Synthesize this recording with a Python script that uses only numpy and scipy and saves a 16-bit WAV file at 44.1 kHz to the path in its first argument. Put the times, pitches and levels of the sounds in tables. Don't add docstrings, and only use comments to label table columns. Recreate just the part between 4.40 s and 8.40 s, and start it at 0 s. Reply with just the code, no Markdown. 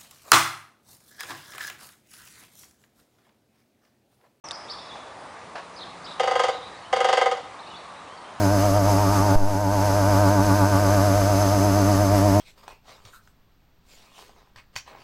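import sys
import numpy as np
from scipy import signal
from scipy.fft import rfft, irfft
from scipy.io import wavfile
from scipy.ndimage import uniform_filter1d

SR = 44100
rng = np.random.default_rng(int(sys.argv[2]) if len(sys.argv) > 2 else 0)


def master_out(mix):
    frames = np.transpose(np.atleast_2d(mix))
    ceiling = np.clip(frames, -1, 1)
    pcm = np.round(ceiling * 32767).astype(np.int16)
    wavfile.write(sys.argv[1], SR, pcm)


N = 176400

# f/Hz, level/dB
WASH_SPECTRUM = [(20, -43), (35, -29), (59, -13.5), (110, -8.5), (141, -11.5), (300, -8), (400, -8.5),
                 (600, -3.5), (836, -1.5), (1050, -2.5), (1190, -1), (1380, -8.5), (2000, -11.5),
                 (3080, -19), (3760, -18.5), (5910, -25), (10000, -29.5)]
# t/s, level/dB
WASH_LEVELS = [(0, -42.5), (.6, -42), (1.3, -42.5), (1.75, -40.5), (2.4, -42), (3.2, -42.5), (3.6, -42.5),
               (4, -42.5)]
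# t/s, length/s,
# start f/Hz, middle f/Hz, end f/Hz, level/dB, rasp (0 to 1)
CHIRP_NOTES = [(.040, 0.034, 6100, 5710, 5050, -40, .3), (0.127, 0.042, 4800, 5200, 5090, -39, 0.7),
               (0.175, .09, 5170, 5150, 5170, -51, 0.64), (0.281, 0.037, 3480, 3930, 4600, -42, 0.64),
               (.295, 0.033, 4550, 4565, 5230, -34.5, 0.24), (.297, 0.033, 5130, 5230, 5270, -41, 0.45),
               (.324, 0.023, 4170, 3660, 3300, -43, 0.47), (0.384, 0.023, 3420, 3700, 4200, -42.5, 0.4),
               (.408, 0.06, 4100, 3430, 4240, -49, 0.15), (0.411, 0.02, 5000, 5250, 5000, -44, 0.35),
               (0.487, .04, 4160, 3490, 3540, -44.5, 0.14), (0.51, .036, 3325, 3560, 3990, -43.5, 0),
               (0.555, 0.013, 4130, 3640, 3350, -54, 0.3), (1.338, 0.024, 5630, 6060, 6400, -58, 0.36),
               (1.36, 0.027, 4750, 4980, 4640, -43, 0.67), (1.385, 0.018, 4220, 3910, 3600, -41, .7),
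               (1.404, 0.04, 3604, 4034, 3220, -38.5, 1), (1.62, .018, 6070, 6250, 6200, -57, 0.4),
               (1.641, 0.029, 4450, 4940, 3800, -41, 0.64), (1.662, .075, 3180, 3770, 3400, -41, 1),
               (2.107, 0.081, 3600, 3924, 3770, -44, 0.6), (2.22, 0.068, 3400, 3826, 3820, -45.5, .5),
               (2.361, .026, 3950, 4420, 4550, -55, 0.3), (2.423, 0.021, 4580, 4270, 4000, -51, .2),
               (2.445, 0.029, 2920, 3050, 3080, -47.5, 0.5), (3.189, 0.023, 3480, 3900, 4400, -46, 0.43),
               (3.227, 0.014, 4200, 3650, 3400, -43.5, 0.1), (3.262, 0.019, 3480, 4000, 4700, -45.5, 0.5),
               (3.259, 0.096, 2314, 2990, 2370, -51, 0), (3.299, .022, 4200, 3700, 3400, -46, 0.2),
               (3.341, 0.027, 3480, 3500, 4180, -42, 0.05), (3.364, 0.023, 4550, 4350, 3960, -46, .2),
               (3.57, 0.034, 3850, 3840, 3850, -51, .3), (3.665, 0.1, 2480, 3120, 3220, -54, .4),
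               (3.769, 0.021, 4700, 4440, 4050, -49, 0.4), (3.84, 0.051, 3100, 3165, 3100, -52, 0.35)]
# f/Hz, t60/s
TREE_DECAY = [(2000, .7), (4500, 0.69), (8000, 0.74)]
# t/s, level/dB, ring f/Hz, ring t60/s
CLICK_EVENTS = [(0.087, -27, 5000, 0.015), (0.1099, -19.5, 3700, 0.014), (0.1163, -25, 4850, 0.0081)]
# t/s, level/dB
KNOCK_EVENTS = [(0.111, -40), (.553, -38.5), (1.154, -31), (1.178, -34.5)]
# f/Hz, level/dB
KNOCK_SPECTRUM = [(150, -23), (400, -10), (700, 3), (1300, -5), (1700, -2), (2100, -14.5), (2600, -9.5),
                  (3600, -20), (4600, -16.5), (9000, -39)]
# f/Hz, t60/s
YARD_DECAY = [(300, 0.48), (800, 0.53), (2000, 0.56), (4000, 0.7), (9000, 0.28)]
# t/s, level/dB
HUM_LEVELS = [(.8, -84), (1.1, -61.5), (1.5, -58), (1.8, -59.5), (2.1, -62), (3.25, -73), (3.36, -56),
              (3.45, -67.5)]
# t/s, level/dB, extra level/dB for tick and clatter
BEAK_BLOWS = [(1.7967, -0.5, 0), (1.8328, -4, -2), (1.8740, -1, -4.5), (1.9105, -3, -1), (1.9540, -0.2, -4),
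              (1.9936, 0, 1), (2.0357, -0.3, 1), (2.0822, -2.5, -2.5), (2.5275, 1, -3), (2.5621, -3.5, 0.5),
              (2.6036, -.2, -1), (2.6439, 1.4, 0), (2.6869, -0.3, 0), (2.7272, 1.5, 2), (2.7714, 1.5, -0.5),
              (2.8124, 2, -4), (2.8576, 0, -4.5), (2.9134, -6.5, 2.5)]
# f/Hz, level/dB, t60/s
HOUSING_MODES = [(471, -28, 0.11), (583.6, -32.5, 0.048), (662, -23.5, 0.027), (753.2, -22, 0.13),
                 (770.6, -21, 0.22), (1034, -30.5, 0.24), (1250, -24, 0.21), (1490, -37, 0.092),
                 (1587, -29, .11), (1867, -33, .1), (2021, -31, .12), (2170, -32, 0.082),
                 (2830, -38.5, 0.17), (2914, -35.5, 0.12), (3167, -36, 0.1), (3263, -35.5, 0.14),
                 (3630, -44.5, 0.3), (4680, -40, 0.13), (6480, -42.5, 0.076)]
# f/Hz, level/dB
SHELL_SPECTRUM = [(150, -41), (310, -25), (400, 4), (560, -7.5), (1000, -2.5), (1380, -8), (1650, -2),
                  (1770, -11), (2050, -2), (2400, -31), (3050, -13), (4000, -26), (9000, -34)]
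# f/Hz, level/dB
CLATTER_SPECTRUM = [(200, -24), (400, -13), (900, 13.5), (1400, -1), (2400, 0.5), (3200, 4), (4100, -3),
                    (4750, 1.5), (5300, -7), (6600, -9), (8400, -20.5), (10000, -31)]
# f/Hz, level/dB
TICK_SPECTRUM = [(400, -24), (1500, -9), (2400, -3), (3000, 9.5), (4000, -13), (4700, 0), (6500, -1),
                 (10000, -10.5)]
# t/s after the blow, level/dB
RATTLE_TICKS = [(0, -5), (.0022, -4.5), (.0072, -4), (0.0107, -7.5), (0.0138, -9)]


def amp(db):
    return 10 ** (np.asarray(db) / 20)


def unit(x):
    return x / np.sqrt(np.mean(x ** 2) + 1e-20)


def fade(t, t60, hold_s=0):
    return amp(-60 * np.maximum(t - hold_s, 0) / t60)


def look_up(table, hz):
    f, value = np.transpose(table)
    return np.interp(np.log(hz + 1), np.log(f), value)


def loudness(table):
    return amp(np.interp(np.arange(N) / SR, *np.transpose(table)))


def add(mix, start_s, sound):
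    part = mix[max(round(start_s * SR), 0):][:len(sound)]
    part += sound[:len(part)]


def drift(rate_hz):
    hz = np.fft.rfftfreq(N, 1 / SR)
    return unit(irfft(rfft(rng.standard_normal(N)) * np.exp(-(hz / rate_hz) ** 2), N))


def burst(spectrum, rise_s, hold_s, t60):
    t = np.arange(SR // 4) / SR
    shape = (1 - np.exp(-t / rise_s)) * fade(t, t60, hold_s)
    bins = rfft(rng.standard_normal(len(t)) * shape)
    bins /= np.sqrt(uniform_filter1d(abs(bins) ** 2, size=25))
    colour = amp(look_up(spectrum, np.fft.rfftfreq(len(t), 1 / SR)))
    sound = unit(irfft(bins * colour, len(t))) * np.sqrt(np.mean(shape ** 2))
    return sound[:SR // 5]


def reverb(x, decay, build_s):
    echoes = rng.standard_normal(SR) * (rng.random(SR) < 1 / 16)
    hz, t, bands = signal.stft(echoes, SR, nperseg=256)
    tail = signal.istft(bands * fade(t, look_up(decay, hz)[:, None]), SR, nperseg=256)[1]
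    tail *= np.minimum(np.arange(len(tail)) / SR / build_s, 1) ** 2
    return signal.fftconvolve(x, tail / np.linalg.norm(tail))[:N]


def outdoor_wash(patchy_db=1.28):
    hz = np.fft.rfftfreq(N, 1 / SR)
    phases = np.exp(2j * np.pi * rng.random(len(hz)))
    noise = unit(irfft(amp(look_up(WASH_SPECTRUM, hz)) * phases, N))
    bands = signal.stft(noise, nperseg=1024, noverlap=768)[2]
    patches = uniform_filter1d(rng.standard_normal(bands.shape), size=12, axis=0)
    patches = unit(uniform_filter1d(patches, size=14, axis=1))
    wash = signal.istft(bands * amp(patchy_db * patches), nperseg=1024, noverlap=768)[1][:N]
    return loudness(WASH_LEVELS) * unit(wash)


def songbirds(waver=0.068, edge_s=0.0045):
    out = np.zeros(N)
    wander = drift(rate_hz=354)
    for start_s, length, first, middle, last, db, rasp in CHIRP_NOTES:
        t = np.arange(0, length, 1 / SR)
        glide = np.polyfit([0, .5, 1], [first, middle, last], 2)
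        wobble = 1 + waver * rasp * wander[int(start_s * SR):][:len(t)]
        hz = np.polyval(glide, t / length) * wobble
        shape = np.sin(np.pi / 2 * np.clip(np.minimum(t, length - t) / edge_s, 0, 1)) ** 2
        add(out, start_s, amp(db) * shape * np.sin(2 * np.pi * np.cumsum(hz) / SR))
    return amp(-0.5) * out + amp(-3) * reverb(out, TREE_DECAY, build_s=0.0078)


def clicks():
    t, out = np.arange(SR // 20) / SR, np.zeros(N)
    for start_s, db, hz, t60 in CLICK_EVENTS:
        snap = amp(-7) * fade(t, t60=0.012) * rng.standard_normal(len(t))
        ring = fade(t, t60) * np.sin(2 * np.pi * hz * t)
        add(out, start_s, amp(db) * (snap + ring))
    return out


def knocks():
    out = np.zeros(N)
    for start_s, db in KNOCK_EVENTS:
        add(out, start_s, amp(db) * burst(KNOCK_SPECTRUM, rise_s=0.0012, hold_s=0.0028, t60=0.14))
    return out + amp(-14.5) * reverb(out, YARD_DECAY, build_s=0.02)


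def hum(pitch_hz=177, waver=0.014):
    hz = pitch_hz * (1 + waver * drift(rate_hz=12.7))
    return loudness(HUM_LEVELS) * unit(np.sin(2 * np.pi * np.cumsum(hz) / SR))


def housing_ring(t, build_cycles=2, hold_cycles=6):
    hz, db, t60 = np.transpose(HOUSING_MODES)[:, :, None]
    rise = 1 - np.exp(-(t * hz / build_cycles) ** 2)
    return amp(db) * rise * fade(t, t60, hold_cycles / hz) * np.sin(2 * np.pi * hz * t)


def panel_flex(t, rest_hz=479.8, sharp_hz=117, settle_s=0.0088, rise_s=0.0027):
    hz = rest_hz + sharp_hz * np.exp(-t / settle_s)
    shape = (1 - np.exp(-(t / rise_s) ** 2)) * fade(t, t60=0.057, hold_s=0.0118)
    return amp(-18.5) * shape * np.sin(2 * np.pi * np.cumsum(hz) / SR)


def woodpecker(spread_db=1.76, echo_s=0.058):
    t, out = np.arange(SR // 3) / SR, np.zeros(N)
    modes, flex = housing_ring(t), panel_flex(t)
    shell = amp(-27.5) * burst(SHELL_SPECTRUM, rise_s=0.0028, hold_s=0.01, t60=0.072)
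    for start_s, db, bright_db in BEAK_BLOWS:
        ring = amp(spread_db * rng.standard_normal(len(modes))) @ modes
        add(out, start_s, amp(db) * (ring + flex))
        add(out, start_s, amp(db) * shell)
        beak_gain = amp(db + bright_db)
        clatter = amp(-30.5) * burst(CLATTER_SPECTRUM, rise_s=0.00035, hold_s=0.0075, t60=0.18)
        add(out, start_s, beak_gain * clatter)
        tick = amp(-24) * burst(TICK_SPECTRUM, rise_s=0.00032, hold_s=0.00041, t60=0.012)
        for delay_s, rattle_db in RATTLE_TICKS:
            add(out, start_s + delay_s, beak_gain * amp(rattle_db) * tick)
    heard = out + amp(-11.5) * reverb(out, YARD_DECAY, build_s=0.023)
    add(heard, echo_s, amp(-12.5) * out)
    return heard


def scene():
    return (woodpecker() + songbirds() + clicks() + knocks() + outdoor_wash() + hum())[None]


def record(dry, open_s=0.041, ramp_s=0.0034, cutoff_hz=10150):
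    opened = dry * np.clip((np.arange(N) / SR - open_s) / ramp_s + .5, 0, 1)
    lowpass = signal.firwin(401, cutoff_hz, window=("kaiser", 8), fs=SR)
    return signal.oaconvolve(opened, lowpass[None], "same")


dry = scene()
out = record(dry)
master_out(out)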